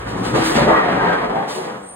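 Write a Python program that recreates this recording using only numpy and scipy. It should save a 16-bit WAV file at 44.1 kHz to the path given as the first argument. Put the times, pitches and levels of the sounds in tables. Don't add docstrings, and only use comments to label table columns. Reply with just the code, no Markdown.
import sys
import numpy as np
from scipy import signal
from scipy.fft import rfft, irfft
from scipy.io import wavfile
from scipy.ndimage import uniform_filter1d, minimum_filter1d, map_coordinates

SR = 44100
rng = np.random.default_rng(int(sys.argv[2]) if len(sys.argv) > 2 else 0)


def generate_wav(signal):
    frames = np.transpose(np.atleast_2d(signal))
    scaled = np.clip(frames, -1, 1) * 32767
    pcm = np.round(scaled).astype(np.int16)
    wavfile.write(sys.argv[1], SR, pcm)


N = 85995


def amp(db):
    return 10 ** (np.asarray(db) / 20)


def unit(x):
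    return x / np.sqrt(np.mean(x ** 2) + 1e-20)


def clock():
    return np.arange(N) / SR


def pitches():
    return np.fft.rfftfreq(N, 1 / SR)


def by_pitch(points):
    hz, value = np.transpose(points)
    return np.interp(np.log(pitches() + 1), np.log(hz), value)


def shape_tone(x, gain):
    return irfft(rfft(x) * gain, N)


def die_away(t, fade_s):
    return np.exp(-np.log(1000) * np.maximum(t, 0) / fade_s)


def steady(x, window_s=0.086):
    power = uniform_filter1d((np.atleast_2d(x) ** 2).mean(0), int(window_s * SR))
    return x / np.sqrt(abs(uniform_filter1d(power, size=600)) + 1e-20)


def wander(fastest_hz):
    rates = fastest_hz * np.geomspace(1 / 4, 1, 8)[:, None]
    return unit(np.sin(2 * np.pi * (rates * clock() + rng.random((8, 1)))).sum(0))


def clicks(per_s, spread_db):
    size = amp(spread_db * np.minimum(rng.exponential(1, N), 4))
    return size * rng.choice([-1, 1], N) * (rng.random(N) < per_s / SR)


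def pitched_noise(hz, width_hz):
    lowpass = 1 / (1 + (2 * pitches() / width_hz) ** 4) ** .5
    slow = shape_tone(rng.standard_normal((2, N)), lowpass)
    phase = 2 * np.pi * np.cumsum(hz * np.ones(N)) / SR
    return unit(slow[0] * np.cos(phase) + slow[1] * np.sin(phase))


def ringing_sheet(knocks_per_s=260, spread_db=4, gap_hz=12, uneven_db=1):
    families, bend_depth, bend_hz = 8, 0.016, 13
    out, size = np.zeros((2, N)), len(pitches())
    for family in range(families):
        jitter, left, right = rng.random((3, size))
        strength = amp(uneven_db * np.clip(rng.standard_normal(size), -2, 2))
        mode_hz = (families * np.arange(size) + family + jitter) * gap_hz
        slot = (mode_hz * N / SR).astype(int)
        phases = np.exp(2j * np.pi * np.array([left, right]))
        modes = np.zeros((2, size), complex)
        modes[:, slot[slot < size]] = (strength * phases)[:, slot < size]
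        one_ring = irfft(modes, N) * die_away(clock(), fade_s=0.42)
        ringing = shape_tone(clicks(knocks_per_s / families, spread_db), rfft(one_ring))
        position = np.cumsum(1 + bend_depth * wander(bend_hz))
        out += [map_coordinates(side, [position], order=3, mode="grid-wrap") for side in ringing]
    return unit(out)


# pitch_hz, likeness (1 = the same)
SIDE_LIKENESS = [(60, 1), (140, 0.93), (290, 0.95), (600, 0.05), (1400, 0.7), (2000, 0.25), (2600, .5),
                 (3400, 0.3), (5200, 1), (7000, 0.93), (12000, 1)]
# pitch_hz, lead_radians
LEFT_LEAD = [(150, 0), (690, .5), (1210, 1.3), (2500, 2.7), (4500, 3.2), (5500, 3.1), (7400, 1.1),
             (8600, 0), (10000, -.9), (11300, -2.7), (13300, -3.5), (15200, -6)]
# pitch_hz, level_db
LEFT_BALANCE = [(50, -3), (150, 1.5), (500, 2), (1500, 0.4), (8000, -1.5)]

def stereo(pair):
    right, other = rfft(pair)
    likeness = by_pitch(SIDE_LIKENESS)
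    left = likeness * right + np.sqrt(1 - likeness ** 2) * other
    left *= np.exp(1j * by_pitch(LEFT_LEAD))
    lean = amp(by_pitch(LEFT_BALANCE) / 2)
    return irfft(np.array([left * lean, right / lean]), N)


# pitch_hz, level_db
SHEET_TONE = [(30, -61), (85, -14), (125, -5.5), (170, -1), (320, 0.5), (380, 1.5), (600, 3.5), (950, 2.5),
              (1400, -4), (1900, -6.5), (2350, -14.5), (3200, -19), (4500, -26.5), (6500, -38.5),
              (10000, -44.5), (16000, -55)]
# time_s, low_db, middle_db, high_db
SHAKING = [(0.0, -41, -36.5, -36.5), (0.12, -27, -31, -34.5), (0.225, -22, -29.5, -35),
           (0.27, -24.5, -26.5, -29.5), (0.335, -23, -29.5, -33), (0.355, -18.5, -20.5, -24),
           (0.396, -19.5, -21, -27), (0.46, -25.5, -26.5, -23.5), (0.54, -22, -23.5, -27),
           (0.57, -14.5, -21, -21.5), (0.608, -23, -17, -24.5), (0.64, -15, -23, -23.5),
           (0.668, -17, -18, -26.5), (0.7, -21, -14, -21.5), (0.745, -21.5, -18, -21.5),
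           (0.808, -27, -19.5, -25), (0.92, -21, -22.5, -24.5), (1.02, -23.5, -21, -25),
           (1.11, -27.5, -20, -23.5), (1.232, -27.5, -23.5, -28), (1.314, -28, -25.5, -33),
           (1.368, -26.5, -25, -31), (1.52, -36, -30.5, -36), (1.59, -33, -28.5, -38.5),
           (1.7, -37, -31.5, -36.5), (1.754, -34.5, -34, -38.5), (1.9, -46, -42, -50.5),
           (1.95, -46, -41, -52)]

def rumble():
    edges_hz, trims_db = (392, 1133), (-1.45, 1, 1.5)
    time_s, *levels_db = np.transpose(SHAKING)
    sheet = stereo(shape_tone(ringing_sheet(), amp(by_pitch(SHEET_TONE))))
    low, below_high = (1 / (1 + (pitches() / hz) ** 10) for hz in edges_hz)
    bands = low, below_high - low, 1 - below_high
    out = np.zeros((2, N))
    for band, level_db, trim_db in zip(bands, levels_db, trims_db):
        swell = amp(np.interp(clock(), time_s, level_db) + trim_db)
        out += swell * steady(shape_tone(sheet, band))
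    return out


# start_s, length_s, first_hz, last_hz, width_hz, level_db
SUNG_NOTES = [(-.06, 0.49, 109.5, 123, 9.2, -32.5), (0.248, 0.2, 105.2, 142.6, 28, -26),
              (0.319, 0.23, 326.7, 317.8, 8, -23), (0.568, 0.069, 561, 593, 12, -18),
              (0.576, 0.11, 134.9, 165, 40, -22), (0.66, 0.15, 342, 312.3, 12, -21),
              (0.664, 0.1, 640, 818.5, 300, -16), (0.684, 0.16, 1120, 1183, 186, -17),
              (0.677, 0.21, 1928, 1835, 110, -23), (0.825, 0.11, 751, 653, 20, -22),
              (0.914, 0.28, 190, 166, 21, -28.5), (0.938, 0.1, 715, 779, 11, -25.5),
              (0.971, 0.07, 1677, 1516, 21, -24), (1.011, 0.11, 900, 940, 51, -21),
              (1.033, 0.094, 410, 413, 30, -28), (1.066, 0.06, 700, 743, 47, -22),
              (1.054, 0.14, 1580, 1557, 56, -24.5), (1.319, 0.093, 660.6, 667, 9.1, -25),
              (1.346, 0.066, 749, 802, 24, -22.5), (1.27, 0.25, 819, 769, 150, -25),
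              (1.48, 0.18, 9880, 9700, 700, -47.5), (1.544, 0.1, 376.5, 368, 15, -28),
              (1.628, 0.12, 485, 475, 10, -33.5), (1.69, 0.16, 195.5, 198, 7.2, -40)]

def singing():
    pure_width_hz = 35
    out = np.zeros((2, N))
    for start_s, length_s, first_hz, last_hz, width_hz, level_db in SUNG_NOTES:
        progress = np.clip((clock() - start_s) / length_s, 0, 1)
        hz = first_hz + (last_hz - first_hz) * progress
        phase = 2 * np.pi * (np.cumsum(hz) / SR + rng.random())
        tone = unit(np.array([np.cos(phase), np.sin(phase)]))
        cluster = steady(np.array([pitched_noise(hz, width_hz) for _ in range(2)]))
        purity = 1 / (1 + (width_hz / pure_width_hz) ** 4)
        note = np.sqrt(purity) * tone + np.sqrt(1 - purity) * cluster
        out += amp(level_db) * np.sin(np.pi * progress) * note
    return stereo(out)


# time_s, level_db
FLAPPING = [(0, -35.5), (.12, -38.5), (.22, -45), (.3, -38), (.48, -42), (.61, -34), (.73, -35.5),
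            (.8, -50), (1.03, -39.5), (1.15, -49), (1.3, -42), (1.47, -67), (1.95, -60)]

def flap():
    level = amp(np.interp(clock(), *np.transpose(FLAPPING)))
    return level * steady(pitched_noise(hz=58, width_hz=14))


# pitch_hz, level_db
SCRAPE_TONE = [(300, -9), (1200, -4.5), (2200, 4.5), (3300, 2), (4500, 1.5), (6500, -6), (9500, -10),
               (12500, -16), (16000, -23)]
# start_s, length_s, level_db, tilt_db_per_octave
EDGE_SCRAPES = [(-.02, .02, -44.5, 1), (0.064, 0.037, -39.5, 1), (0.159, 0.12, -44.5, 1.5),
                (0.228, 0.048, -34, 1), (0.338, 0.12, -29.5, 0.5), (0.433, 0.06, -30.5, 4.5),
                (0.542, 0.021, -22, -4), (1.471, 0.082, -32.5, 2), (1.622, .03, -47, -0.5)]

def scrapes():
    slips_per_s, spread_db, direct_gain = 1800, 0.5, 0.2
    rise_s, pivot_hz = 0.023, 4000
    slips = unit(np.array([clicks(slips_per_s, spread_db) for _ in range(2)]))
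    ringing = ringing_sheet(slips_per_s, spread_db, gap_hz=22, uneven_db=2.5)
    hiss = stereo(ringing + direct_gain * slips)
    octaves = np.maximum(np.log2((pitches() + 1) / pivot_hz), -2)
    out = np.zeros((2, N))
    for start_s, length_s, level_db, tilt in EDGE_SCRAPES:
        t = clock() - start_s
        stroke = np.clip(t / rise_s, 0, 1) * die_away(t - length_s, fade_s=0.54)
        tone = amp(by_pitch(SCRAPE_TONE) + tilt * octaves)
        out += amp(level_db) * stroke * steady(shape_tone(hiss, tone))
    return out


# pitch_hz, level_db
ROOM_TONE = [(40, 0), (300, 17), (1500, 6.5), (4000, 2), (9000, 2), (16000, -10)]

def room_hiss(level_db=-49.5):
    hiss = shape_tone(rng.standard_normal((2, N)), amp(by_pitch(ROOM_TONE)))
    return amp(level_db) * unit(stereo(hiss))


# start_s, level_db, tilt_db_per_octave
BUCKLE_POPS = [(0.345, -21, 3), (0.375, -15.5, -5), (0.557, -18, -13), (.69, -15.5, 2), (0.964, -19, -4),
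               (1.359, -21.5, 0), (1.661, -27.5, -3)]

def buckles():
    rise_s, top_hz = 0.0073, 1070
    sheet = stereo(ringing_sheet())
    ratio = (pitches() + 1) / top_hz
    octaves = np.maximum(np.log2(ratio), -2)
    out = np.zeros((2, N))
    for start_s, level_db, tilt in BUCKLE_POPS:
        t = clock() - start_s
        pop = np.clip(t / rise_s, 0, 1) * die_away(t - rise_s, fade_s=0.13)
        tone = amp(by_pitch(SHEET_TONE) + tilt * octaves) / (1 + ratio ** 6)
        out += amp(level_db) * pop * steady(shape_tone(sheet, tone))
    return out


# time_s, pitch_hz, level_db
EDGE_SQUEAL = [(1.815, 8500, -66), (1.835, 8500, -47), (1.86, 8650, -48.5), (1.88, 8660, -40),
               (1.91, 9000, -39), (1.95, 9000, -43)]

def squeal(roughness=0.18):
    time_s, pitch_hz, level_db = np.transpose(EDGE_SQUEAL)
    chatter = unit(np.exp(roughness * wander(fastest_hz=100)))
    level = amp(np.interp(clock(), time_s, level_db)) * (clock() > time_s[0])
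    whistle = pitched_noise(np.interp(clock(), time_s, pitch_hz), width_hz=500)
    return level * chatter * steady(whistle)


def scene():
    return rumble() + buckles() + singing() + flap() + scrapes() + squeal() + room_hiss()


def record(dry):
    ceiling, smooth_s, cutoff_hz = 0.9, 0.008, 15800
    window = int(smooth_s * SR)
    allowed_gain = ceiling / np.maximum(abs(dry).max(0), ceiling)
    gain = uniform_filter1d(minimum_filter1d(allowed_gain, window), window)
    lowpass = signal.firwin(511, cutoff_hz, window=("kaiser", 9), fs=SR)
    return signal.oaconvolve(dry * gain, lowpass[None], "same")


dry = scene()
out = record(dry)
generate_wav(out)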